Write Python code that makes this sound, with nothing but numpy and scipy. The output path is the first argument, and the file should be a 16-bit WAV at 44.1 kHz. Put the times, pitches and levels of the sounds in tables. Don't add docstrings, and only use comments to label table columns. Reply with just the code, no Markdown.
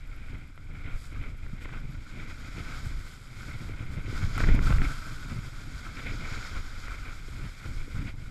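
import sys
import numpy as np
from scipy import signal
from scipy.fft import rfft, irfft
from scipy.io import wavfile
from scipy.ndimage import uniform_filter1d, map_coordinates

SR = 44100
rng = np.random.default_rng(int(sys.argv[2]) if len(sys.argv) > 2 else 0)


def transcribe(u):
    v = np.clip(np.atleast_2d(u).T, -1, 1)
    q = np.round(v * 32767).astype(np.int16)
    wavfile.write(sys.argv[1], SR, q)


N = 366030


def undb(db):
    return 10 ** (np.asarray(db) / 20)


def unit(x):
    return x / np.sqrt(np.mean(x ** 2) + 1e-18)


def peak(x):
    return x / np.abs(x).max()


def gains(table):
    times, *levels = np.transpose(table)
    return [undb(np.interp(np.arange(N) / SR, times, db)) for db in levels]


def bell(s, length_s):
    return np.exp(-2 * np.log(2) * np.minimum(((np.arange(N) / SR - s) / length_s) ** 2, 20))


def swells(table):
    power = np.zeros((len(table[0]) - 2, N))
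    for s, length_s, *db in table:
        near = slice(max(int((s - 2 * length_s) * SR), 0), int((s + 2 * length_s) * SR))
        power[:, near] += (undb(db)[:, None] * bell(s, length_s)[near]) ** 2
    return np.sqrt(power)


def sags(table):
    return undb(-sum(depth_db * bell(s, length_s) for s, length_s, depth_db in table))


def colour(x, points, size=8192):
    hz, db = np.transpose(points)
    bins = np.maximum(np.arange(size // 2 + 1) * SR / size, 1)
    magnitude = undb(np.interp(np.log(bins), np.log(hz), db))
    cepstrum = irfft(np.log(magnitude))
    cepstrum[1:size // 2] *= 2
    cepstrum[size // 2 + 1:] = 0
    return signal.fftconvolve(x, irfft(np.exp(rfft(cepstrum))))[:len(x)]


def ring(x, modes):
    return sum((-1) ** k * undb(db) * signal.lfilter(*signal.iirpeak(hz, hz / width, SR), x)
               for k, (hz, width, db) in enumerate(modes))


def walk(rate):
    steps = rng.standard_normal(N // 16)
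    return unit(map_coordinates(steps, [np.arange(N) / SR * rate], order=2, mode="wrap"))


def grains(rate, spread_db):
    hit = rng.random(N) < rate / SR
    size = undb(spread_db * np.clip(rng.standard_normal(N), -2, 2))
    return unit(hit * size * np.sign(rng.standard_normal(N)))


def eddies(spectrum, steady_s):
    pressure = colour(rng.standard_normal(N), spectrum)
    power = uniform_filter1d(pressure ** 2, int(steady_s * SR) + 1)
    return unit(pressure / np.sqrt(power + 1e-12))


# t/s, swell level/dB, buffet level/dB
STEADY_AIR = [(0.0, -39.5, -53.5), (0.16, -39, -49), (0.48, -42.5, -45.5), (0.85, -37, -45),
              (2.5, -41.5, -46.5), (2.91, -36, -40.5), (2.98, -32, -46), (3.12, -49.5, -52.5),
              (4.39, -31, -32.5), (4.48, -17, -27.5), (4.81, -26.5, -28.5), (4.97, -37.5, -44.5),
              (5.99, -42.5, -44.5), (6.13, -37, -38.5), (6.63, -38, -50.5), (7.07, -38.5, -47.5),
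              (8.04, -40.5, -43), (8.3, -39.5, -44)]
# t/s, width/s, swell level/dB, buffet level/dB
GUSTS = [(0.33, 0.048, -35, -43.5), (0.96, 0.035, -25.5, -64), (1.2, 0.083, -34.5, -44.5),
         (1.48, 0.13, -38, -53.5), (1.85, 0.29, -37.5, -44), (2.22, .15, -42, -44.5),
         (2.59, 0.044, -44, -37.5), (3.68, 0.33, -40.5, -40), (4.23, 0.089, -29, -44),
         (4.54, 0.056, -30, -28), (4.75, 0.15, -21, -43), (5.12, 0.072, -47, -42.5), (6.15, .12, -36, -44),
         (5.33, 0.082, -54, -37), (6.36, 0.055, -32.5, -43.5), (6.57, .08, -31.5, -44.5),
         (7.43, 0.11, -41, -42), (7.66, 0.056, -40, -42.5), (7.79, 0.087, -29, -52),
         (7.98, 0.093, -33.5, -38)]
# t/s, width/s, depth/dB
LULLS = [(0.55, 0.1, 6.5), (0.78, .06, 2), (1.02, 0.077, 6), (1.38, 0.047, 2.5), (1.61, 0.053, 4),
         (2.065, 0.067, 6), (3.32, 0.063, -2), (4.63, 0.047, 3.5), (5.72, 0.04, -2), (6.46, 0.072, 4.5),
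         (7.186, 0.087, 2), (7.57, 0.063, 9), (7.89, 0.1, 3)]
def airflow():
    swell, buffet = gains(STEADY_AIR)
    gust_swell, gust_buffet = swells(GUSTS)
    calm = sags(LULLS)
    return calm * np.hypot(undb(1.5) * swell, gust_swell), calm * np.hypot(undb(-0.5) * buffet, gust_buffet)


# f/Hz, relative level/dB
SWELL_SPECTRUM = [(8, -8), (22, 1.5), (34, -5.5), (55, -11.5), (85, -17), (140, -32), (300, -80)]
BUFFET_SPECTRUM = [(40, -21), (75, 0), (125, -0.5), (205, -14.5), (285, -13), (370, -25.5), (500, -30),
                   (650, -33), (1100, -33), (3000, -76.5)]
def wind(flutter, swell, buffet):
    slow = eddies(SWELL_SPECTRUM, steady_s=0.11)
    roughness = undb(2 * flutter - 1.82 * slow)
    quick = unit(eddies(BUFFET_SPECTRUM, steady_s=0.0657) * roughness)
    return swell * slow + buffet * quick


# f/Hz, bandwidth/Hz, relative level/dB
WALL_MODES = [(1446, 112, -4), (2140, 194, 2), (2380, 208, 0.5), (3140, 690, -12), (3810, 620, -14.5)]
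# f/Hz, relative level/dB
RUB_SPECTRUM = [(90, -17.5), (205, -4.5), (275, -4.5), (370, -12), (500, -13), (650, -16), (1100, -22.5),
                (3000, -35.5), (5000, -42), (12000, -57)]
def case_rustle(flutter, shear, buffet, buzz):
    rest_db = -59.5
    shaking = np.sqrt(undb(rest_db) ** 2 + (undb(-5) * shear) ** 2 + (undb(-18) * buffet) ** 2 + buzz ** 2)
    drive = grains(rate=3200, spread_db=2) * undb(1.1 * flutter + 1.62 * walk(130))
    walls = unit(ring(drive, WALL_MODES))
    rub = unit(colour(drive * undb(0.84 * walk(70)), RUB_SPECTRUM))
    return shaking * (undb(-0.57) * walls + undb(-3.5) * rub)


# t/s at full load, attack/s, hold/s, release/s, hiss level/dB, spray/dB re hiss, scrape/dB re hiss
TURNS = [(2.698, 0.49, 0.06, 0.28, -51, -11, 1.5), (3.4, 0.12, 0.14, 0.33, -55, -8, 1),
         (4.148, 0.076, 0.12, 0.094, -49, -11.5, -0.5), (4.388, 0.078, 0.027, 0.15, -43.5, -14, 3.5),
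         (4.633, .015, .22, 0.46, -48, -8.5, 4.5), (5.4, 0.87, 2.73, 0.17, -56.5, -8.5, -0.5),
         (6.33, 0.38, 0.058, 0.39, -48, -16, 2.5)]
def edge_load():
    t = np.arange(N) / SR
    glide_db = [[-65], [-72], [-59.5]]
    power = undb(glide_db) ** 2
    for s, attack_s, hold_s, release_s, db, spray_db, scrape_db in TURNS:
        rise = np.minimum((t - s) / attack_s, 0)
        fall = np.maximum((t - s - hold_s) / release_s, 0)
        load = undb(db) * np.exp(rise - fall)
        power = power + np.array([load, undb(spray_db) * load, undb(scrape_db) * load]) ** 2
    return np.sqrt(power)


# f/Hz, bandwidth/Hz, relative level/dB
EDGE_MODES = [(1288, 158, -1.5), (1522, 194, 3)]
# f/Hz, relative level/dB
CRUNCH_SPECTRUM = [(200, -12.5), (450, -9.5), (800, -7), (1150, -0.5), (1800, -3.5), (2500, -8),
                   (3200, -26), (8000, -40.5)]
HISS_SPECTRUM = [(900, -0.5), (2000, 7), (2850, -6), (3120, 4.5), (3950, 4), (4400, 3), (4950, 5),
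                 (5600, 0.5), (6200, -4.5), (6850, 2), (7900, -12.5), (9000, -24), (16000, -40)]
SPRAY_SPECTRUM = [(3000, -5), (6000, -23), (7300, 1.5), (8000, 2.5), (8600, -2), (10000, -7.5), (11400, -2),
                  (12700, -11.5), (15000, -16.5)]
# t/s, width/s, spray level/dB
SHOWERS = [(1.02, 0.1, -62.5), (1.63, 0.026, -63), (2.87, .05, -59), (3.1, 0.18, -62.5), (3.93, .04, -65),
           (4.55, 0.028, -62.5), (8.21, .04, -70)]
def skis(flutter, shear, spray, edge):
    shower, = swells(SHOWERS)
    lumps = walk(34)
    crush = grains(rate=4500, spread_db=2.5) * undb(1.25 * lumps + 0.24 * flutter + 1.4 * walk(160))
    scrape = undb(-2) * unit(ring(crush, EDGE_MODES)) + undb(-6.5) * unit(colour(crush, CRUNCH_SPECTRUM))
    hiss = unit(colour(grains(rate=16000, spread_db=6) * undb(1.17 * lumps), HISS_SPECTRUM))
    mist = unit(colour(grains(rate=11000, spread_db=1.5) * undb(lumps), SPRAY_SPECTRUM))
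    return edge * scrape + np.hypot(shear, undb(4.5) * shower) * hiss + np.hypot(spray, shower) * mist


# t/s, width/s, case buzz level/dB, edge scrape level/dB
RASPS = [(0.3, 0.17, -53.5, -60.5), (0.79, 0.13, -54, -59), (0.91, 0.066, -50, -51),
         (1.16, .04, -52.5, -54), (1.25, 0.042, -48, -49.5), (1.65, 0.083, -49.5, -60),
         (1.76, 0.056, -52, -48.5), (2.21, 0.11, -49, -56), (2.315, .06, -50.5, -61),
         (2.47, 0.096, -54.5, -62), (2.59, 0.037, -46.5, -52), (2.71, 0.089, -48, -46.5),
         (2.9, 0.046, -51.5, -52), (3.04, .1, -62, -65), (3.5, 0.14, -52, -55), (3.77, 0.14, -52.5, -54),
         (3.96, 0.063, -52.5, -52.5), (4.16, 0.15, -49, -48), (4.41, 0.045, -43, -44),
         (4.5, 0.068, -44, -45), (4.71, 0.065, -58, -39), (4.85, 0.037, -40.5, -43), (5.32, 0.15, -55, -53),
         (5.87, 0.053, -54, -46), (5.99, 0.037, -44, -44.5), (6.08, 0.065, -42, -52),
         (6.26, 0.05, -43.5, -46), (6.36, 0.097, -48.5, -57), (6.57, 0.047, -50, -46),
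         (6.92, 0.11, -50, -49), (7.075, 0.066, -49, -45.5), (7.42, 0.071, -50, -52),
         (7.64, 0.038, -50, -53), (7.81, 0.031, -54, -66), (7.98, .08, -54, -51), (8.09, 0.027, -42.5, -50)]
# t/s, width/s, depth/dB
LIFTS = [(0.56, 0.17, 3.5), (1.36, 0.088, 0.5), (1.85, .06, 1.5), (3.26, 0.061, -0.5), (4.28, 0.019, 3),
         (4.59, 0.035, 2), (4.8, 0.024, 5), (7.21, 0.07, 1), (8.15, 0.053, 6)]
def sliding(flutter, buffet):
    shear, spray, scrape = edge_load()
    buzz, rasp = swells(RASPS)
    rustle = case_rustle(flutter, shear, buffet, buzz)
    snow = skis(flutter, shear, spray, np.hypot(scrape, rasp))
    return sags(LIFTS) * (rustle + snow)


def pips(hz=11310, level_db=-70, length_s=0.011, per_s=11):
    t = np.arange(N) / SR
    since_onset = (t * per_s + .3 * walk(7)) % 1 / per_s
    gate = np.sin(np.pi * np.minimum(since_onset / length_s, 1))
    return undb(level_db + 2.5 * walk(9)) * gate * np.sin(2 * np.pi * hz * t)


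# f/Hz, bandwidth/Hz, relative level/dB
CLACK_MODES = [(1340, 140, 8), (2030, 83, 4)]
# f/Hz, relative level/dB
CRACK_SPECTRUM = [(200, -4), (500, 0), (800, -3), (1400, 0), (2300, -3), (3400, -14), (6000, -32),
                  (15000, -50)]
# t/s, clack peak level/dB, tick peak level/dB, contact decay time/s
KNOCKS = [(0.5772, -34.5, -64, .003), (1.4648, -35, -64, .0018), (1.6562, -28.5, -60, .002),
          (1.6922, -34, -64, .0022), (1.7372, -32.5, -64, .004), (4.3788, -19.5, -32, .003),
          (4.4038, -20.5, -48, .004), (4.4374, -22, -52, .002), (4.4442, -24, -52, .001),
          (4.4872, -23.5, -48, .002), (4.5520, -28, -33.5, .0008), (4.5915, -22, -58, .0012),
          (4.7043, -22, -48, .004), (4.7255, -21, -50, .002), (4.7845, -25, -55, .0015),
          (4.8183, -20.5, -54, .001), (6.8822, -26.5, -43, .002)]
def knocks(strike, crack_db, dull_hz):
    t = np.arange(SR // 20) / SR
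    out = np.zeros(N + len(t))
    plastic = signal.butter(2, dull_hz, fs=SR)
    for s, clack_db, tick_db, contact_s in KNOCKS:
        contact = rng.standard_normal(len(t)) * np.exp(-t / contact_s) + strike * (t == 0)
        crack = undb(crack_db) * unit(colour(contact, CRACK_SPECTRUM))
        clack = signal.lfilter(*plastic, unit(ring(contact, CLACK_MODES)) + crack)
        tick = colour(contact, SPRAY_SPECTRUM)
        start = int(s * SR)
        out[start:start + len(t)] += undb(clack_db) * peak(clack) + undb(tick_db) * peak(tick)
    return out[:N]


# t/s, peak level/dB, centre f/Hz
JOLTS = [(1.535, -27, 137), (1.897, -28.5, 105), (2.582, -31, 254), (2.869, -25.5, 91), (3.697, -31, 268),
         (3.974, -23.5, 92), (4.246, -17.5, 85.5), (4.082, -32, 267), (4.129, -28, 268), (4.446, -32, 280),
         (4.491, -21, 266), (4.545, -16, 137), (4.554, -17.5, 76), (4.593, -26, 262), (4.697, -22, 150),
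         (4.707, -22, 270), (4.821, -18, 117), (5.39, -23, 106), (6.122, -30, 224), (7.286, -37.5, 297),
         (7.447, -27.5, 109), (7.881, -35.5, 275), (7.967, -27.5, 115), (7.994, -21, 99), (8.029, -31, 184)]
def jolts():
    out = np.zeros(N)
    for s, db, hz in JOLTS:
        near = np.arange(int((s - 2 / hz) * SR), int((s + 2 / hz) * SR))
        phase = np.pi * hz * (near / SR - s)
        out[near] -= undb(db) * (1 - 2 * phase ** 2) * np.exp(-phase ** 2)
    return out


def scene():
    flutter = walk(55)
    swell, buffet = airflow()
    hits = knocks(strike=5.1, crack_db=4, dull_hz=3560) + jolts()
    air = wind(flutter, swell, buffet)
    return (air + sliding(flutter, buffet) + hits + pips())[None]


# f/Hz, bandwidth/Hz, level of the part removed/dB
CASE_NOTCHES = [(2850, 230, -10), (4130, 160, -15), (1720, 220, -14), (880, 250, -16)]
def record(dry):
    for notch in CASE_NOTCHES:
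        dry = dry - ring(dry, [notch])
    cutoff_hz = 15050
    return signal.sosfilt(signal.ellip(10, .2, 80, cutoff_hz, fs=SR, output="sos"), dry)


dry = scene()
out = record(dry)
transcribe(out)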